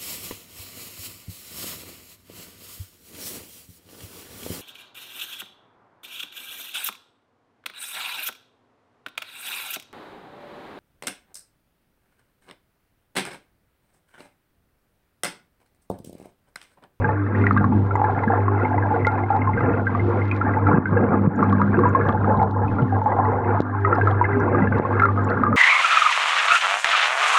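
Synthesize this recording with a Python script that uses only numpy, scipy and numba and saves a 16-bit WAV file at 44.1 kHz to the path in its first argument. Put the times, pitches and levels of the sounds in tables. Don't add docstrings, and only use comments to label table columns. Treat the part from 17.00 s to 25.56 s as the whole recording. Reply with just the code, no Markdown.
import sys
import numpy as np
from scipy import signal
from scipy.fft import rfft, irfft, next_fast_len
from scipy.io import wavfile
from scipy.ndimage import uniform_filter1d, minimum_filter1d
from numba import njit

SR = 44100
rng = np.random.default_rng(int(sys.argv[2]) if len(sys.argv) > 2 else 0)


def transcribe(signal):
    frames = np.atleast_2d(signal).T
    limited = np.clip(frames, -1, 1)
    pcm = np.round(limited * 32767).astype(np.int16)
    wavfile.write(sys.argv[1], SR, pcm)


N = 377496

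# t/s, large bubbles level/dB, middle level/dB, tiny level/dB
CLOUD_SWELLS = [(0, -27.5, -41, -45), (.2, -40, -46, -49), (.6, -36.5, -30, -46), (.8, -36.5, -38.5, -50),
                (1.1, -34, -33.5, -52.5), (1.65, -32, -30, -43.5), (2.0, -29, -32, -54),
                (2.25, -44, -35, -53), (2.75, -31.5, -36.5, -47.5), (3.4, -33.5, -34.5, -46.5),
                (4.1, -28, -32, -49), (4.5, -30.5, -32, -46.5), (4.9, -31.5, -43, -49.5),
                (5.45, -27, -23.5, -57), (5.65, -40.5, -33.5, -74), (5.7, -36, -36, -50.5),
                (6.15, -29.5, -24, -57.5), (6.5, -31.5, -31, -45.5), (6.7, -43, -36, -60),
                (6.83, -50, -41, -66), (6.88, -27.5, -26.5, -42.5), (7.35, -32.5, -34, -48),
                (7.8, -28, -32, -42.5), (8.56, -30.5, -33, -49.5)]
# t/s, level/dB
GURGLE_SWELLS = [(0, -42), (.2, -34), (.5, -20), (.78, -20), (.95, -35.5), (1.3, -34), (1.95, -34),
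                 (2.2, -38.5), (2.6, -27.5), (3.6, -28), (4.1, -18.5), (4.7, -17.5), (4.95, -27),
                 (5.4, -22), (5.6, -31.5), (5.8, -22), (6.1, -31.5), (6.5, -30.5), (6.82, -40),
                 (6.9, -31.5), (7.3, -35.5), (7.65, -20.5), (7.95, -31), (8.56, -21)]
# t/s, level/dB, f/Hz, t60/s (capped when played)
SINGLE_BUBBLES = [(0.045, -17.5, 866, 0.053), (0.044, -10.5, 1583, 0.023), (0.09, -8.5, 870, 0.018),
                  (0.348, -21.5, 1860, 0.046), (0.439, -15.5, 1430, 0.029), (0.467, -3, 1917, 0.019),
                  (0.509, -3.5, 1260, 0.02), (0.565, -10, 1176, 0.043), (0.575, -9.5, 1574, 0.024),
                  (0.642, -7.5, 1120, 0.026), (0.722, -16.5, 870, 0.033), (0.909, -16.5, 1350, 0.045),
                  (0.954, -8, 944, 0.023), (0.954, -23.5, 2005, 0.045), (0.996, -11.5, 850, 0.031),
                  (1.016, -1, 805, 0.023), (1.041, -3.5, 866, 0.025), (1.045, -17, 1695, .04),
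                  (1.098, -13, 752, 0.056), (1.159, -17.5, 715, 0.065), (1.237, -12.5, 897, 0.035),
                  (1.235, -21.5, 2016, 0.036), (1.301, -12, 793, 0.073), (1.333, -11, 735, 0.071),
                  (1.377, -15, 854, 0.048), (1.481, -9, 1097, 0.025), (1.634, -7, 404, 0.017),
                  (1.648, -19, 2140, 0.042), (1.654, -12, 884, 0.022), (1.742, -11.5, 720, 0.055),
                  (1.778, -21.5, 2000, 0.034), (1.78, -13.5, 924, 0.029), (1.92, -12.5, 822, 0.051),
                  (1.961, -13, 746, 0.072), (2.048, -11, 2000, 0.031), (2.069, -10.5, 1400, 0.052),
                  (2.068, -16, 2120, 0.055), (2.068, -12, 862, 0.067), (2.2, -21, 830, 0.029),
                  (2.2345, -23.5, 2110, 0.033), (2.236, -16, 754, 0.068), (2.303, -9.5, 796, 0.054),
                  (2.328, -22, 1350, 0.027), (2.348, -13, 802, 0.041), (2.362, -11, 860, 0.025),
                  (2.417, -19, 2130, 0.031), (2.473, -13.5, 1056, 0.059), (2.492, -14.5, 887, 0.047),
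                  (2.533, -19.5, 2085, 0.028), (2.575, -16, 1554, 0.047), (2.605, -24, 2020, 0.022),
                  (2.868, -13, 1567, 0.052), (2.949, -12, 1165, 0.033), (2.995, -20.5, 2070, 0.033),
                  (3.216, -20.5, 2100, 0.03), (3.313, -7, 2463, 0.032), (3.413, -10.5, 1350, 0.036),
                  (3.536, -22.5, 1970, 0.034), (3.568, -13.5, 874, 0.052), (3.668, -10.5, 1330, 0.041),
                  (3.856, -7.5, 1525, 0.047), (3.97, -14.5, 1650, 0.037), (4.391, -10, 1303, 0.039),
                  (4.427, -1.5, 1150, 0.028), (4.526, -11, 1133, 0.051), (4.598, -18, 963, 0.14),
                  (4.616, -5.5, 1230, 0.024), (4.742, -14, 1555, 0.032), (4.79, -9, 1130, 0.023),
                  (4.835, -8, 1120, 0.039), (4.854, -9, 983, 0.1), (4.949, -1.5, 1070, 0.05),
                  (5.009, -20.5, 1696, 0.083), (5.092, -11.5, 1190, 0.029), (5.146, -18.5, 800, 0.066),
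                  (5.244, -14.5, 1238, 0.04), (5.399, -11, 850, 0.022), (5.416, -7, 800, 0.037),
                  (5.429, -10, 900, 0.032), (5.68, -27, 2530, 0.036), (5.785, -22, 1376, 0.061),
                  (5.924, -15, 777, 0.094), (6.016, -13.5, 893, 0.038), (6.059, -10.5, 846, 0.069),
                  (6.119, -11, 920, 0.03), (6.12, -24, 1950, 0.034), (6.188, -7, 758, 0.1),
                  (6.248, -16, 854, 0.043), (6.253, -24.5, 1930, 0.033), (6.547, -10.5, 690, 0.032),
                  (6.848, -8.5, 1260, 0.057), (6.848, -17, 1890, 0.057), (6.873, -15.5, 983, 0.056),
                  (6.927, -4.5, 1336, 0.033), (6.984, -10, 720, 0.057), (7.012, -9, 1570, 0.026),
                  (7.072, -7, 1314, 0.036), (7.212, -4.5, 962, 0.05), (7.241, -15, 2054, 0.035),
                  (7.251, -13.5, 1697, 0.042), (7.33, -21, 1970, .04), (7.547, -11, 1210, 0.044),
                  (7.62, -18.5, 1970, 0.046), (7.649, -15, 415, 0.063), (7.672, -15.5, 1690, 0.038),
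                  (7.723, -15, 1510, 0.057), (7.85, -11, 1083, 0.061), (7.997, -13.5, 2120, 0.022),
                  (7.997, -5.5, 1670, 0.013), (8.019, -2, 1315, 0.041), (8.034, -2, 1358, 0.057),
                  (8.054, -2, 1250, 0.028), (8.086, -13.5, 1174, 0.071), (8.175, -17, 1257, 0.09),
                  (8.435, -3, 1240, 0.036), (8.466, -11, 1181, 0.066), (8.527, -11.5, 1243, 0.057)]
# t/s, level/dB
SPRAY_SWELLS = [(0.1, -70), (1.9, -67.5), (2.39, -72), (2.76, -66), (3.26, -65.5), (3.65, -73), (4.45, -69),
                (4.62, -69.5), (5.48, -71.5), (5.62, -77), (5.7, -66.5), (5.92, -66.5), (6.25, -73),
                (6.91, -70.5), (7.05, -63.5), (7.35, -75), (7.75, -66.5), (8.5, -73.5)]


def undb(db):
    return 10 ** (np.asarray(db) / 20)


def at_rms(x, db):
    return x * undb(db) / np.sqrt(np.mean(x ** 2))


def curve(times, values):
    return np.interp(np.arange(N) / SR, times, values)


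def wander(rate_hz):
    hold = int(SR / rate_hz)
    steps = np.repeat(rng.standard_normal(N // hold + 1), hold)
    return 1.46 * uniform_filter1d(steps, hold)[:N]


def equalize(x, gain_at):
    size = next_fast_len(N)
    hz = np.arange(size // 2 + 1) * SR / size + 1e-3
    return irfft(rfft(x, size) * gain_at(hz), size)[:N]


def noise_tail(length_s, t60):
    t = np.arange(int(length_s * SR)) / SR
    return rng.standard_normal(len(t)) * np.exp(-np.log(1000) * t / t60)


@njit
def add_ring(out, start, hz, t60, amp, glide, rise_s):
    first, length = int(start * SR), int(t60 * SR) + 2
    fade, ease = np.exp(-np.log(1000) / length), np.exp(-1 / (rise_s * SR))
    held_back, phase = 1., 0.
    for i in range(min(length, N - first)):
        phase += 2 * np.pi * hz * (1 + glide * i / length) / SR
        amp *= fade
        held_back *= ease
        out[first + i] += amp * (1 - held_back) * np.sin(phase)


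def rings(starts, hz, t60, db, glide, rise_s):
    out = np.zeros(N)
    for event in np.broadcast(starts, hz, t60, undb(db), glide):
        add_ring(out, *event, rise_s)
    return out


def bubble_cloud():
    # lowest f/Hz, highest f/Hz
    pitch_ranges = [(140, 330), (350, 670), (680, 1040), (1050, 1760), (1800, 2700)]
    # bubbles/s, cycles to fall 20 dB on average, level scatter/dB
    showers = [(150, 8, 2.5), (350, 9, 2.2), (300, 11, 2.3), (400, 12, 2.4), (500, 12, 2.8)]
    trims = [-7.5, 0, -1.5, 1, -0.5]
    # t/s, level/dB
    small_swells = [(0, -36.5), (.8, -42.5), (1.6, -35), (2.3, -43), (3.2, -38), (4.2, -34), (5.0, -35),
                    (5.6, -41), (6.4, -38.5), (6.82, -40.5), (6.9, -29.5), (7.5, -36.5), (8.56, -34)]
    times, large_db, middle_db, tiny_db = np.transpose(CLOUD_SWELLS)
    swells = [curve(*np.transpose(GURGLE_SWELLS)), curve(times, large_db), curve(times, middle_db),
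              curve(*np.transpose(small_swells)), curve(times, tiny_db)]
    surge_db = 2.66 * wander(18)
    out = np.zeros(N)
    for (low, high), (rate, cycles, scatter_db), db, trim_db in zip(pitch_ranges, showers, swells, trims):
        when, pitch, faintness, life = rng.random((int(rate * N / SR), 4)).T
        hz = low * (high / low) ** pitch
        t60 = 3 * cycles * (.5 + life) / hz
        bubble_db = -scatter_db * np.log(faintness + 1e-4)
        shower = rings(when * N / SR, hz, t60, bubble_db, glide=.17 * life, rise_s=.00088)
        gain = np.sqrt(undb(db + trim_db) ** 2 + swarm_power(low, high))
        out += at_rms(shower, 0) * gain * undb(surge_db + wander(14))
    return out


def swarm_power(low_hz, high_hz):
    width_s, swarm_db = .15, -32
    starts, db, hz, _ = np.transpose(SINGLE_BUBBLES)
    t = np.arange(0, N / SR, .01)
    in_range = (hz >= low_hz) & (hz < high_hz)
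    power = undb(np.minimum(db, -8) + swarm_db) ** 2 * in_range
    swells = np.exp(-(2 * (t - starts[:, None]) / width_s) ** 2)
    return curve(t, power @ swells)


def single_bubbles():
    starts, db, hz, t60 = np.transpose(SINGLE_BUBBLES)
    t60 = np.clip(t60, .008, .12)
    bend, step, lag = rng.random((len(starts), 3)).T
    bloops = rings(starts, hz, t60, db, glide=.045 * bend, rise_s=.0008)
    shed_hz = hz * 2 ** (.2 + .55 * step)
    shed = rings(starts + .006 * lag, shed_hz, .7 * t60, db - 17, glide=.042 * bend, rise_s=.0003)
    slaps = rings(starts, 1.2 * hz, t60=.004, db=db - 4, glide=0, rise_s=.0002)
    return bloops + shed + slaps


def glass_tank(x):
    # f/Hz, width/Hz, lift/dB
    modes = [(265.2, 41, 8.5), (488, 25, 3.5), (861.7, 20, 7), (1208.4, 36, 6.5), (1390, 23, 3),
             (1617, 53, 4), (2095, 54, 3.5)]
    echo = noise_tail(length_s=.3, t60=.11)
    echo /= np.sqrt(np.sum(echo ** 2))
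    wet = undb(-7.5) * signal.fftconvolve(x, echo)[:N]

    def resonance(f):
        return 1 + sum((undb(db) - 1) / (1 + 2j * (f - hz) / width) for hz, width, db in modes)
    return equalize(x + wet, resonance)


def water_thumps():
    # t/s, level/dB, f/Hz, t60/s (the shortest is stretched below)
    knocks = [(0.593, -14.5, 211, 0.066), (0.729, -14, 210, 0.097), (1.273, -8.5, 231, 0.069),
              (2.068, -5, 510, 0.024), (3.741, 0, 188, 0.043), (3.783, 15, 203, 0.01),
              (3.919, -6.5, 168, 0.051), (4.273, 14, 166, 0.036), (4.445, -4.5, 210, 0.037),
              (5.82, -3.5, 131, 0.08), (6.603, 16, 340, 0.006), (7.798, 16, 430, 0.0031)]
    starts, db, hz, t60 = np.transpose(knocks)
    return rings(starts, hz, np.clip(t60, .004, .3), db, glide=-.2, rise_s=.0004)


def air_pump():
    # multiple of mains, level/dB relative to the hum
    overtones = [(5, -14), (6, -14), (7, -20), (8, -19)]
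    # t/s, level/dB
    drift = [(0, -22), (1.8, -22.5), (2.3, -25.5), (3.6, -23), (5.9, -23), (6.2, -26), (6.55, -22),
             (6.78, -27), (6.95, -23), (7.6, -22.5), (8.56, -24)]
    mains_hz = 50
    mains_phase = 2 * np.pi * mains_hz * np.arange(N) / SR
    hum = np.sin(2 * mains_phase + .088 * wander(8))
    for multiple, db in overtones:
        flutter = undb(db + 4 * wander(12))
        hum += flutter * np.sin(multiple * mains_phase + rng.uniform(0, 2 * np.pi) + .8 * wander(12))
    waver = undb(.49 * wander(18))
    octave = waver * np.sin(4 * mains_phase + rng.uniform(0, 2 * np.pi) + .5 * wander(8.1))
    octave_db = -32 + 1.3 * (curve(*np.transpose(GURGLE_SWELLS)) + 25)
    hum_db = curve(*np.transpose(drift)) + 2.1 * wander(11)
    return np.sqrt(2) * (hum * undb(hum_db) + octave * undb(octave_db))


def pings():
    # t/s, level/dB, f/Hz
    hits = [(0.5305, -48, 4340), (0.5754, -43.5, 3617.0), (0.9562, -49, 6960), (4.3593, -46, 6800),
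            (4.435, -46.5, 5470), (4.497, -41.5, 3230), (4.8914, -51, 6870), (5.088, -33, 3200),
            (5.125, -44, 3370), (5.372, -49.5, 3800), (5.8214, -42, 3000), (6.9515, -45.5, 4950),
            (7.1118, -37.5, 3200), (7.4002, -50, 5800), (8.245, -44, 7200), (8.3003, -41, 4250)]
    starts, db, hz = np.transpose(hits)
    t60 = .018
    step, lag = rng.random((len(starts), 2)).T
    ticks = rings(starts, hz, t60=.0025, db=db, glide=0, rise_s=.00005)
    tones = rings(starts, hz, t60, db, glide=.063, rise_s=.00015)
    droplets = rings(starts + .005 * lag, hz * (.72 + .15 * step), t60, db - 5, glide=.08, rise_s=.0003)
    return ticks + tones + droplets


def dry_clicks():
    # t/s, level/dB
    clicks = [(0.4688, -31), (0.5114, -36), (0.6441, -34), (1.043, -33), (1.238, -39), (2.069, -14),
              (2.12, -38), (2.304, -38), (2.3647, -34.5), (3.254, -40), (3.281, -38), (3.315, -33),
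              (3.35, -39), (3.3648, -31), (3.376, -37), (3.6722, -35.5), (4.5265, -32), (4.6185, -33),
              (4.792, -34), (4.954, -32), (5.4298, -32), (5.5113, -34.5), (6.605, -13), (6.6184, -23),
              (7.074, -32), (7.785, -31.5), (7.999, -28.5), (8.024, -25.5), (8.0574, -28), (8.4371, -32)]
    starts, db = np.transpose(clicks)
    return rings(starts, hz=3750, t60=.0017, db=db, glide=0, rise_s=.00005)


def fizz():
    when, pitch, faintness, life = rng.random((900, 4)).T
    starts = when * N / SR
    t60 = .0006 + .03 * life ** 4
    swell_db = .4 * (np.interp(starts, *np.transpose(SPRAY_SWELLS)) + 73)
    db = -54 - 3.5 * np.log(faintness + 1e-3) + swell_db
    db -= 18 * life + 5 * pitch
    return rings(starts, 2700 * 2.6 ** pitch, t60, db, glide=.1 * life, rise_s=.0001)


def treble_ticks():
    ticks = pings() + dry_clicks() + fizz()
    ticks += .04 * signal.fftconvolve(ticks, noise_tail(length_s=.03, t60=.015))[:N]
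    return signal.sosfilt(signal.butter(2, 1700, "high", fs=SR, output="sos"), ticks)


def spray():
    hiss = equalize(rng.standard_normal(N), lambda f: (f / 2800) ** 8 / (1 + (f / 2900) ** 11.8))
    flicker_db = 1.5 * wander(90) + 2.2 * wander(14)
    return at_rms(hiss, 0) * undb(curve(*np.transpose(SPRAY_SWELLS)) + flicker_db)


def far_water():
    # f/Hz, relative level/dB
    spectrum = [(20, -5), (40, -16.5), (75, 3), (130, 6.5), (300, -13), (1000, -17), (2000, -46.5),
                (3000, -57), (8500, -72.5)]
    hz, db = np.transpose(spectrum)
    rush = equalize(rng.standard_normal(N), lambda f: undb(np.interp(np.log(f), np.log(hz), db)))
    large_db = curve(*np.transpose(CLOUD_SWELLS)[:2])
    swell_db = 2.7 * wander(7.1) + .34 * (large_db - large_db.mean())
    return at_rms(rush, -33.5) * undb(swell_db)


def scene():
    water = glass_tank(bubble_cloud() + single_bubbles()) + water_thumps()
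    water = signal.sosfilt(signal.butter(6, 2198, fs=SR, output="sos"), water)
    water = signal.sosfilt(signal.butter(3, 95, "high", fs=SR, output="sos"), water)
    return (water + air_pump() + treble_ticks() + spray() + far_water())[None]


def record(dry):
    threshold_db, recover_db_per_s, ceiling, top_hz = -4.5, 62.5, .54, 7800
    peak = -minimum_filter1d(-np.abs(dry), size=int(.008 * SR)) + 1e-9
    over_db = np.maximum(20 * np.log10(peak) - threshold_db, 0)
    climb_db = recover_db_per_s * np.arange(N) / SR
    duck = undb(climb_db - np.maximum.accumulate(over_db + climb_db, axis=1))
    gain = uniform_filter1d(np.minimum(duck, ceiling / peak), size=int(.006 * SR))
    return signal.sosfilt(signal.ellip(8, .2, 60, top_hz, fs=SR, output="sos"), gain * dry)


dry = scene()
out = record(dry)
transcribe(out)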